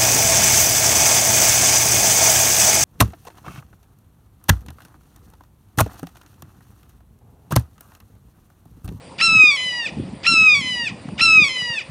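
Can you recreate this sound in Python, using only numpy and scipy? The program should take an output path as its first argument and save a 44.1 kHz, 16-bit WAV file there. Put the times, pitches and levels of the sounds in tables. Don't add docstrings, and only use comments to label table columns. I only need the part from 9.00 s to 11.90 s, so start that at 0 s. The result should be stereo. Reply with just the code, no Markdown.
import sys
import numpy as np
from scipy import signal
from scipy.io import wavfile

SR = 44100
rng = np.random.default_rng(int(sys.argv[2]) if len(sys.argv) > 2 else 0)


def waveform_to_disk(signal):
    frames = np.transpose(np.atleast_2d(signal))
    scaled = np.clip(frames, -1, 1) * 32767
    samples = np.round(scaled).astype(np.int16)
    wavfile.write(sys.argv[1], SR, samples)


N = 127890


def from_db(db):
    return 10 ** (np.asarray(db) / 20)


def rms_one(x):
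    return x / np.sqrt(np.mean(x ** 2) + 1e-20)


def at_hz(points, hz, column=1):
    points = np.array(points, float)
    return np.interp(np.log(hz), np.log(points[:, 0] + 1), points[:, column])


def drift(hz, size=N):
    warm_up = 8000
    r = np.exp(-2 * np.pi * hz / SR)
    noise = rng.standard_normal(size + warm_up)
    smooth = signal.lfilter([1], [1, -2 * r, r * r], noise)
    return rms_one(smooth[warm_up:])


def band(x, low_hz, high_hz):
    sos = signal.butter(2, [low_hz, high_hz], "band", fs=SR, output="sos")
    return signal.sosfilt(sos, x)


# time_s, level_db (before the lift), left_minus_right_db
WIND_COURSE = [(0.0, -51.5, -11), (0.35, -40.5, 4.5), (0.39, -44, -10), (0.45, -43, 12), (0.49, -50, -2),
               (0.84, -51, -4), (1.0, -34, -3), (1.08, -43.5, -5), (1.57, -45, -5.5), (1.61, -40.5, 4),
               (1.71, -48, 4), (1.77, -43.5, -5), (2.08, -42.5, 7.5), (2.33, -41.5, -5), (2.43, -44, 22),
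               (2.46, -45.5, -0.5), (2.82, -50, 4.0), (2.9, -44, -13)]
WIND_LOW_HZ, WIND_HIGH_HZ, WIND_LIFT_DB = 67.1, 1.46 * 187, 5.5
LUMP_DB, LUMP_HZ = 3, 25.4


def wind():
    time_s, level_db, pan_db = np.transpose(WIND_COURSE)
    t = np.arange(N) / SR
    out = np.zeros((2, N))
    for port, side in enumerate((.5, -.5)):
        lumps = rng.standard_normal(N) * from_db(LUMP_DB * drift(LUMP_HZ))
        rumble = rms_one(band(lumps, WIND_LOW_HZ, WIND_HIGH_HZ))
        port_db = np.interp(t, time_s, level_db + side * pan_db)
        out[port] = from_db(WIND_LIFT_DB + port_db) * rumble
    return out


# pitch_hz, relative level_db (only the differences count)
AIR_COLOUR = [(180, -30), (300, -9.5), (444, -28.5), (532, 12), (752, -23), (823, 6.5), (1160, -18.5),
              (1290, -12.5), (1620, -19), (1910, -15.5), (2060, -8), (3610, -17.5), (4520, -13),
              (6390, -33.5), (8640, -18.5), (10000, -14.5), (11000, -79.5), (14300, -103), (22000, -120)]
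# pitch_hz, likeness (-1 opposite, 0 unrelated, 1 the same)
AIR_ALIKE = [(60, 0.3), (220, 0.12), (830, 0.35), (3080, -0.4), (11500, 0.38)]
AIR_DB, AIR_TOP_HZ = -43, 10200
PATCHY_DB, PATCHY_HZ = 3.2, 11.2


def air():
    out = 0
    edges_hz = 280 * 2 ** np.arange(0, 5.4, 1 / 3)
    white = rng.standard_normal((2, 2, N))
    for k, (low_hz, high_hz) in enumerate(zip(edges_hz, edges_hz[1:])):
        mid, side = band(white[k % 2], low_hz, high_hz)
        centre_hz = np.sqrt(low_hz * high_hz)
        alike = np.clip(at_hz(AIR_ALIKE, centre_hz), -1, 1)
        stereo = np.sqrt(1 + alike) * mid + np.sqrt(1 - alike) * side * [[1], [-1]]
        level_db = at_hz(AIR_COLOUR, centre_hz) + PATCHY_DB * drift(PATCHY_HZ)
        out = out + from_db(level_db) * stereo
    top_cut = signal.cheby2(8, 50, AIR_TOP_HZ, fs=SR, output="sos")
    return from_db(AIR_DB) * rms_one(signal.sosfilt(top_cut, out))


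# pitch_hz, width_hz, level_db (before the flicker)
NARROW_BANDS = [(533, 29, -55.5), (4730, 310, -61), (9050, 590, -62)]


def drones():
    out = 0
    for hz, width_hz, level_db in NARROW_BANDS:
        noise = rng.standard_normal(N) + 0.47 * rng.standard_normal((2, N))
        tone = rms_one(band(noise, hz - width_hz / 2, hz + width_hz / 2))
        out = out + from_db(level_db + 2.5 * drift(10)) * tone
    return out


# time_s, pitch_hz (before jitter), effort level_db (before overtone and path levels)
SCREAM_CURVES = [
    [(0.186, 682, -19.5), (0.198, 888, -17.5), (0.21, 1004, -7.5), (0.214, 1296, -5.5), (0.218, 1316, -3.5),
     (0.228, 1350, 2), (0.248, 1359, 2.5), (0.292, 1316, -2), (0.336, 1307, -3), (0.456, 1235, -4.5),
     (0.5, 1204, -7), (0.518, 1131, -6.5), (0.546, 1126, -8), (0.562, 1096, -6), (0.566, 1078, -7.5),
     (0.568, 1043, -13), (0.57, 1015, -11), (0.666, 1006, -11), (0.736, 969.6, -14.5), (0.774, 969.4, -14),
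     (0.83, 922, -16.5), (0.848, 902.4, -16.5), (0.86, 869, -14.5), (0.868, 816, -15.5),
     (0.9, 547.4, -26.5), (0.906, 542, -31)],
    [(1.236, 677, -20.5), (1.244, 740, -17.9), (1.248, 870, -19), (1.26, 1040, -8), (1.264, 1246, -12.8),
     (1.268, 1340, 0.4), (1.28, 1373, 2), (1.302, 1365, 2.5), (1.374, 1303, -3), (1.456, 1278, -4.5),
     (1.504, 1229, -5), (1.534, 1216, -7.5), (1.544, 1195, -6), (1.548, 1163, -8), (1.552, 1141, -5),
     (1.592, 1122, -7), (1.602, 1100, -8.5), (1.608, 1093, -5.5), (1.614, 1053, -7.5), (1.616, 1026, -11),
     (1.702, 1005, -11), (1.844, 928, -15.5), (1.868, 858, -15.5), (1.878, 816, -14.5), (1.9, 621, -22.5),
     (1.916, 559.5, -39)],
    [(2.182, 709, -20.5), (2.188, 742, -17.5), (2.198, 942, -12), (2.206, 1022, -9.5), (2.208, 1233, -9.8),
     (2.214, 1348, -0.7), (2.224, 1351, 1.5), (2.238, 1364, 3.5), (2.268, 1325, -0.5), (2.372, 1273, -3.5),
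     (2.414, 1227, -6.5), (2.436, 1194, -6), (2.448, 1123, -4.5), (2.474, 1112, -6.5), (2.484, 1093, -4.5),
     (2.488, 1063, -10.5), (2.49, 1035, -19), (2.492, 1031, -8), (2.53, 1030, -10.5), (2.62, 976.2, -12.5),
     (2.662, 968.6, -14), (2.73, 933.5, -15), (2.74, 923, -15.5), (2.78, 853, -16), (2.784, 848, -15),
     (2.826, 529, -25.5)],
]
OVERTONE_LEVELS = [0.64, 0.22, -0.24, -1, 0, 0, 2, -2, 6.8, 12, 6.5]
# pitch_hz, left_db, right_db, left_lead_rad (how far the left wave runs ahead)
VOICE_PATH = [(860, -32, -31.5, -1), (961, -21.5, -25, -5.7), (1034, -39, -31.5, 1.2),
              (1110, -32, -26.5, 0.1), (1147, -27.5, -23, -0.4), (1240, -20.5, -18.5, -1.8),
              (1380, -23, -22.5, 0.8), (1670, -24, -25.5, 1), (1817, -15, -10, 0.8),
              (1806, -17.3, -4.5, -0.3), (2012, -16, -6.5, 2.5), (2184, -8, -6.5, 3),
              (2180, -12.7, -16.5, 1.5), (2307, -6.5, -7, -0.2), (2411, -2, -5.5, -0.06),
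              (2495, -0.5, 1.5, -0.44), (2534, -1.5, -0.65, -0.5), (2597, -12, -2.5, 0.1),
              (2654, -9, -6, -1.54), (2692, -16, -10.5, -2.5), (2737, -9, -11.5, -2), (2760, -3, -13, -0.3),
              (2916, -5.5, -7.5, -2.3), (3014, -10.5, -10.5, 0.5), (3074, -16, -15.5, -0.8),
              (3130, -22.5, -19.5, 0), (3320, -11, -12, -2.5), (3440, -9, -11.5, -1.5),
              (3686, -17, -10.5, 0.5), (3747, -21.5, -25, 1.3), (3960, -16.5, -23, 0.9),
              (4000, -16.5, -15.5, -1), (4250, -28.5, -24.3, -1), (4340, -28, -26.3, -2),
              (4532, -17, -18, -0.8), (4730, -12.5, -10.5, 0.3), (4847, -15.5, -10, 0.6),
              (5024, -22, -25, 0.9), (5133, -22, -18, 1.6), (5310, -22, -14.5, 0.5),
              (5505, -21.5, -14.5, 1.4), (5210, -29, -19, 0.4), (6150, -27.5, -26.5, 1.5),
              (6430, -31.5, -32, 1.6), (6330, -26, -25, 1.86), (6670, -27, -32.5, 2),
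              (7570, -30.5, -42, -0.2), (8130, -29, -35, 0.3), (8220, -38, -47, 2),
              (8900, -39.5, -41.5, 0.7), (9100, -40.5, -57.5, -0.6), (9800, -40, -51, 1.4),
              (10300, -37, -52.5, 0), (10100, -44, -59, -6), (10600, -42, -57.5, -6),
              (11200, -29.5, -32, -2)]
FADE_S = .006
JITTER, JITTER_HZ = .0007, 50
SHIMMER_DB, SHIMMER_HZ = 1.0, 30
DULL_DB = 0.04
HOARSE, HOARSE_S, HOARSE_HZ = 0.69, 0.03, 490
RASP_DB, RASP_HZ, RASP_WIDTH_HZ = -42, 2920, 1300
TOP_HZ = 11000


def hawk():
    out = np.zeros((2, N))
    for rows in SCREAM_CURVES:
        time_s, pitch_hz, level_db = np.transpose(rows)
        first = int((time_s[0] - FADE_S) * SR)
        last = min(N, int((time_s[-1] + FADE_S) * SR))
        at = np.arange(first, last)
        t = at / SR
        size = len(t)
        pitch = np.interp(t, time_s, pitch_hz) * (1 + JITTER * drift(JITTER_HZ, size))
        phase = 2 * np.pi * np.cumsum(pitch) / SR
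        effort_db = np.interp(t, time_s, level_db)
        fade = np.clip(np.minimum(t - t[0], t[-1] - t) / FADE_S, 0, 1)
        gain = from_db(effort_db) * fade
        hoarse = HOARSE * np.exp(-((t - time_s[0]) / HOARSE_S) ** 4)

        for k, own_db in enumerate(OVERTONE_LEVELS, 1):
            hz = k * pitch
            shimmer_db = SHIMMER_DB * drift(SHIMMER_HZ, size)
            level = gain * from_db(own_db + DULL_DB * k * effort_db + shimmer_db)
            level *= 1 + hoarse * drift(HOARSE_HZ, size)
            level *= np.clip((TOP_HZ - hz) / 200, 0, 1)
            start = rng.uniform(0, 2 * np.pi)
            half_lead = at_hz(VOICE_PATH, hz, column=3) / 2
            left_gain = from_db(at_hz(VOICE_PATH, hz, column=1))
            right_gain = from_db(at_hz(VOICE_PATH, hz, column=2))
            out[0, at] += level * left_gain * np.sin(k * phase + start + half_lead)
            out[1, at] += level * right_gain * np.sin(k * phase + start - half_lead)

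        noise = rng.standard_normal(size)
        rasp = rms_one(band(noise, RASP_HZ - RASP_WIDTH_HZ / 2, RASP_HZ + RASP_WIDTH_HZ / 2))
        out[:, at] += from_db(RASP_DB) * gain * rasp
    return out


NEAR_DB, NEAR_T60_S, NEAR_GAP_S = -11, 0.25, .004
FAR_DB, FAR_T60_S, FAR_GAP_S = -25.5, 1.15, 0.055


def canopy(voice):
    t = np.arange(SR) / SR
    echoes = 0
    for level_db, t60_s, gap_s in ((NEAR_DB, NEAR_T60_S, NEAR_GAP_S), (FAR_DB, FAR_T60_S, FAR_GAP_S)):
        tail = rng.standard_normal((2, len(t))) * from_db(-60 * t / t60_s) * (t > gap_s)
        energy = np.sum(tail ** 2, axis=1, keepdims=True)
        echoes = echoes + from_db(level_db) * tail / np.sqrt(energy)
    return signal.fftconvolve(voice, echoes, axes=1)[:, :N]


# middle_s, level_db (top of the envelope), pitch_hz,
# port (whole part counts: 0 left, 1 right)
THUMPS = [(0.282, -22, 170.0, 0), (0.293, -26, 180.0, 0), (0.306, -27, 120.0, 1), (0.329, -16, 210.0, 0),
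          (0.353, -14.5, 211, 0), (0.358, -30, 150.0, 1), (0.366, -14.5, 149, 1), (0.377, -20, 109, 1),
          (0.393, -25, 119, 1), (0.44, -13.5, 305, 0.048), (0.662, -26, 170.0, 0), (0.924, -23, 167, 1),
          (0.939, -28, 160.0, 1), (0.964, -22, 150.0, 0), (0.973, -13, 201, 1), (0.978, -22, 300.0, 0),
          (0.987, -12, 200.0, 1), (0.989, -19, 210.0, 0), (1, -7.5, 260.0, 1), (1.011, -23, 100.0, 1),
          (1.024, -23, 120.0, 0), (1.026, -23, 180.0, 1), (1.036, -16, 245, 0), (1.04, -24, 150.0, 1),
          (1.052, -23, 160.0, 0), (1.058, -25, 150.0, 1), (1.075, -25, 160.0, 0.98), (1.076, -25, 180.0, 0),
          (1.09, -18, 170.0, 0.032), (1.096, -26, 190.3, 1), (1.124, -25, 150.0, 1), (1.137, -15, 200.0, 0),
          (1.296, -22, 169.3, 1), (1.305, -24, 220.0, 0), (1.317, -15.5, 200.0, 1),
          (1.325, -13.5, 220.0, 0), (1.339, -12.5, 262, 1), (1.379, -19, 230.0, 0), (1.39, -24.5, 120.0, 0),
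          (1.396, -22, 130.0, 1), (1.412, -23, 130.0, 1), (1.425, -19.5, 200.0, 0), (1.43, -23.5, 220.0, 1),
          (1.553, -24.5, 130.0, 1), (1.577, -22.5, 129.4, 1), (1.595, -19, 161, 0), (1.615, -17.5, 222, 0),
          (1.647, -19, 220.0, 0), (1.672, -21.5, 208, 0), (1.706, -22.5, 198, 0), (1.725, -23, 189, 0),
          (1.756, -23, 197, 0), (1.836, -24.5, 201, 0), (1.91, -24, 149.5, 0), (1.924, -18.5, 179.7, 0),
          (1.942, -24.5, 201, 1), (2.058, -16.5, 202, 0), (2.085, -17, 200.4, 0), (2.093, -22.5, 150.0, 1),
          (2.129, -21, 200.0, 0.18), (2.134, -28, 130.0, 1), (2.135, -21.5, 200.0, 0.073),
          (2.169, -26, 170.0, 1), (2.186, -25.5, 171, 0), (2.217, -20, 188, 0.14), (2.229, -26, 190.0, 0),
          (2.251, -23, 220.0, 0), (2.281, -24, 152, 1), (2.294, -25, 140.0, 1), (2.308, -26, 200.0, 0),
          (2.338, -23, 192, 1), (2.358, -22, 178, 1), (2.379, -16, 180.0, 0), (2.391, -22, 298, 0),
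          (2.402, -19, 300.0, 0), (2.422, -10, 168, 0), (2.625, -22, 159, 0), (2.703, -22.5, 148, 0),
          (2.898, -21, 129.7, 1)]
THUMP_CYCLES = 0.52


def buffets():
    out = np.zeros((2, N))
    half = 600
    u = np.arange(-half, half) / SR
    for middle_s, level_db, hz, port in THUMPS:
        turn = rng.random()
        envelope = np.exp(-.5 * (u * hz / THUMP_CYCLES) ** 2)
        thump = envelope * np.cos(2 * np.pi * (hz * u + turn))
        at = int(middle_s * SR) - half + np.arange(len(u))
        inside = at < N
        out[int(port), at[inside]] += from_db(level_db) * thump[inside]
    return out


# start_s, level_db (before the decay), left_minus_right_db
TAPS = [(2.089, -24, 15), (2.551, -45, 3), (2.569, -26.5, 6), (2.619, -29.5, 21), (2.703, -28.5, 12),
        (2.738, -33, 10)]
TAP_HZ, TAP_DECAY_S = 1130, 0.00042


def ticks():
    out = np.zeros((2, N))
    u = np.arange(300) / SR
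    tap = np.exp(-u / TAP_DECAY_S) * np.sin(2 * np.pi * TAP_HZ * u + .5)
    for start_s, level_db, pan_db in TAPS:
        port_db = level_db + np.array([[.5], [-.5]]) * pan_db
        start = int(start_s * SR)
        out[:, start:start + len(u)] += from_db(port_db) * tap
    return out


def scene():
    voice = hawk()
    return wind() + air() + drones() + voice + canopy(voice) + buffets() + ticks()


LOW_CUT_HZ, CEILING, TOP_CUT_HZ = 55, .86, 12000


def record(dry):
    low_cut = signal.butter(3, LOW_CUT_HZ, "high", fs=SR, output="sos")
    x = signal.sosfilt(low_cut, dry)
    x = x / (1 + (x / CEILING) ** 8) ** (1 / 8)
    top_cut = signal.cheby2(12, 70, TOP_CUT_HZ, fs=SR, output="sos")
    return signal.sosfilt(top_cut, x)


dry = scene()
out = record(dry)
waveform_to_disk(out)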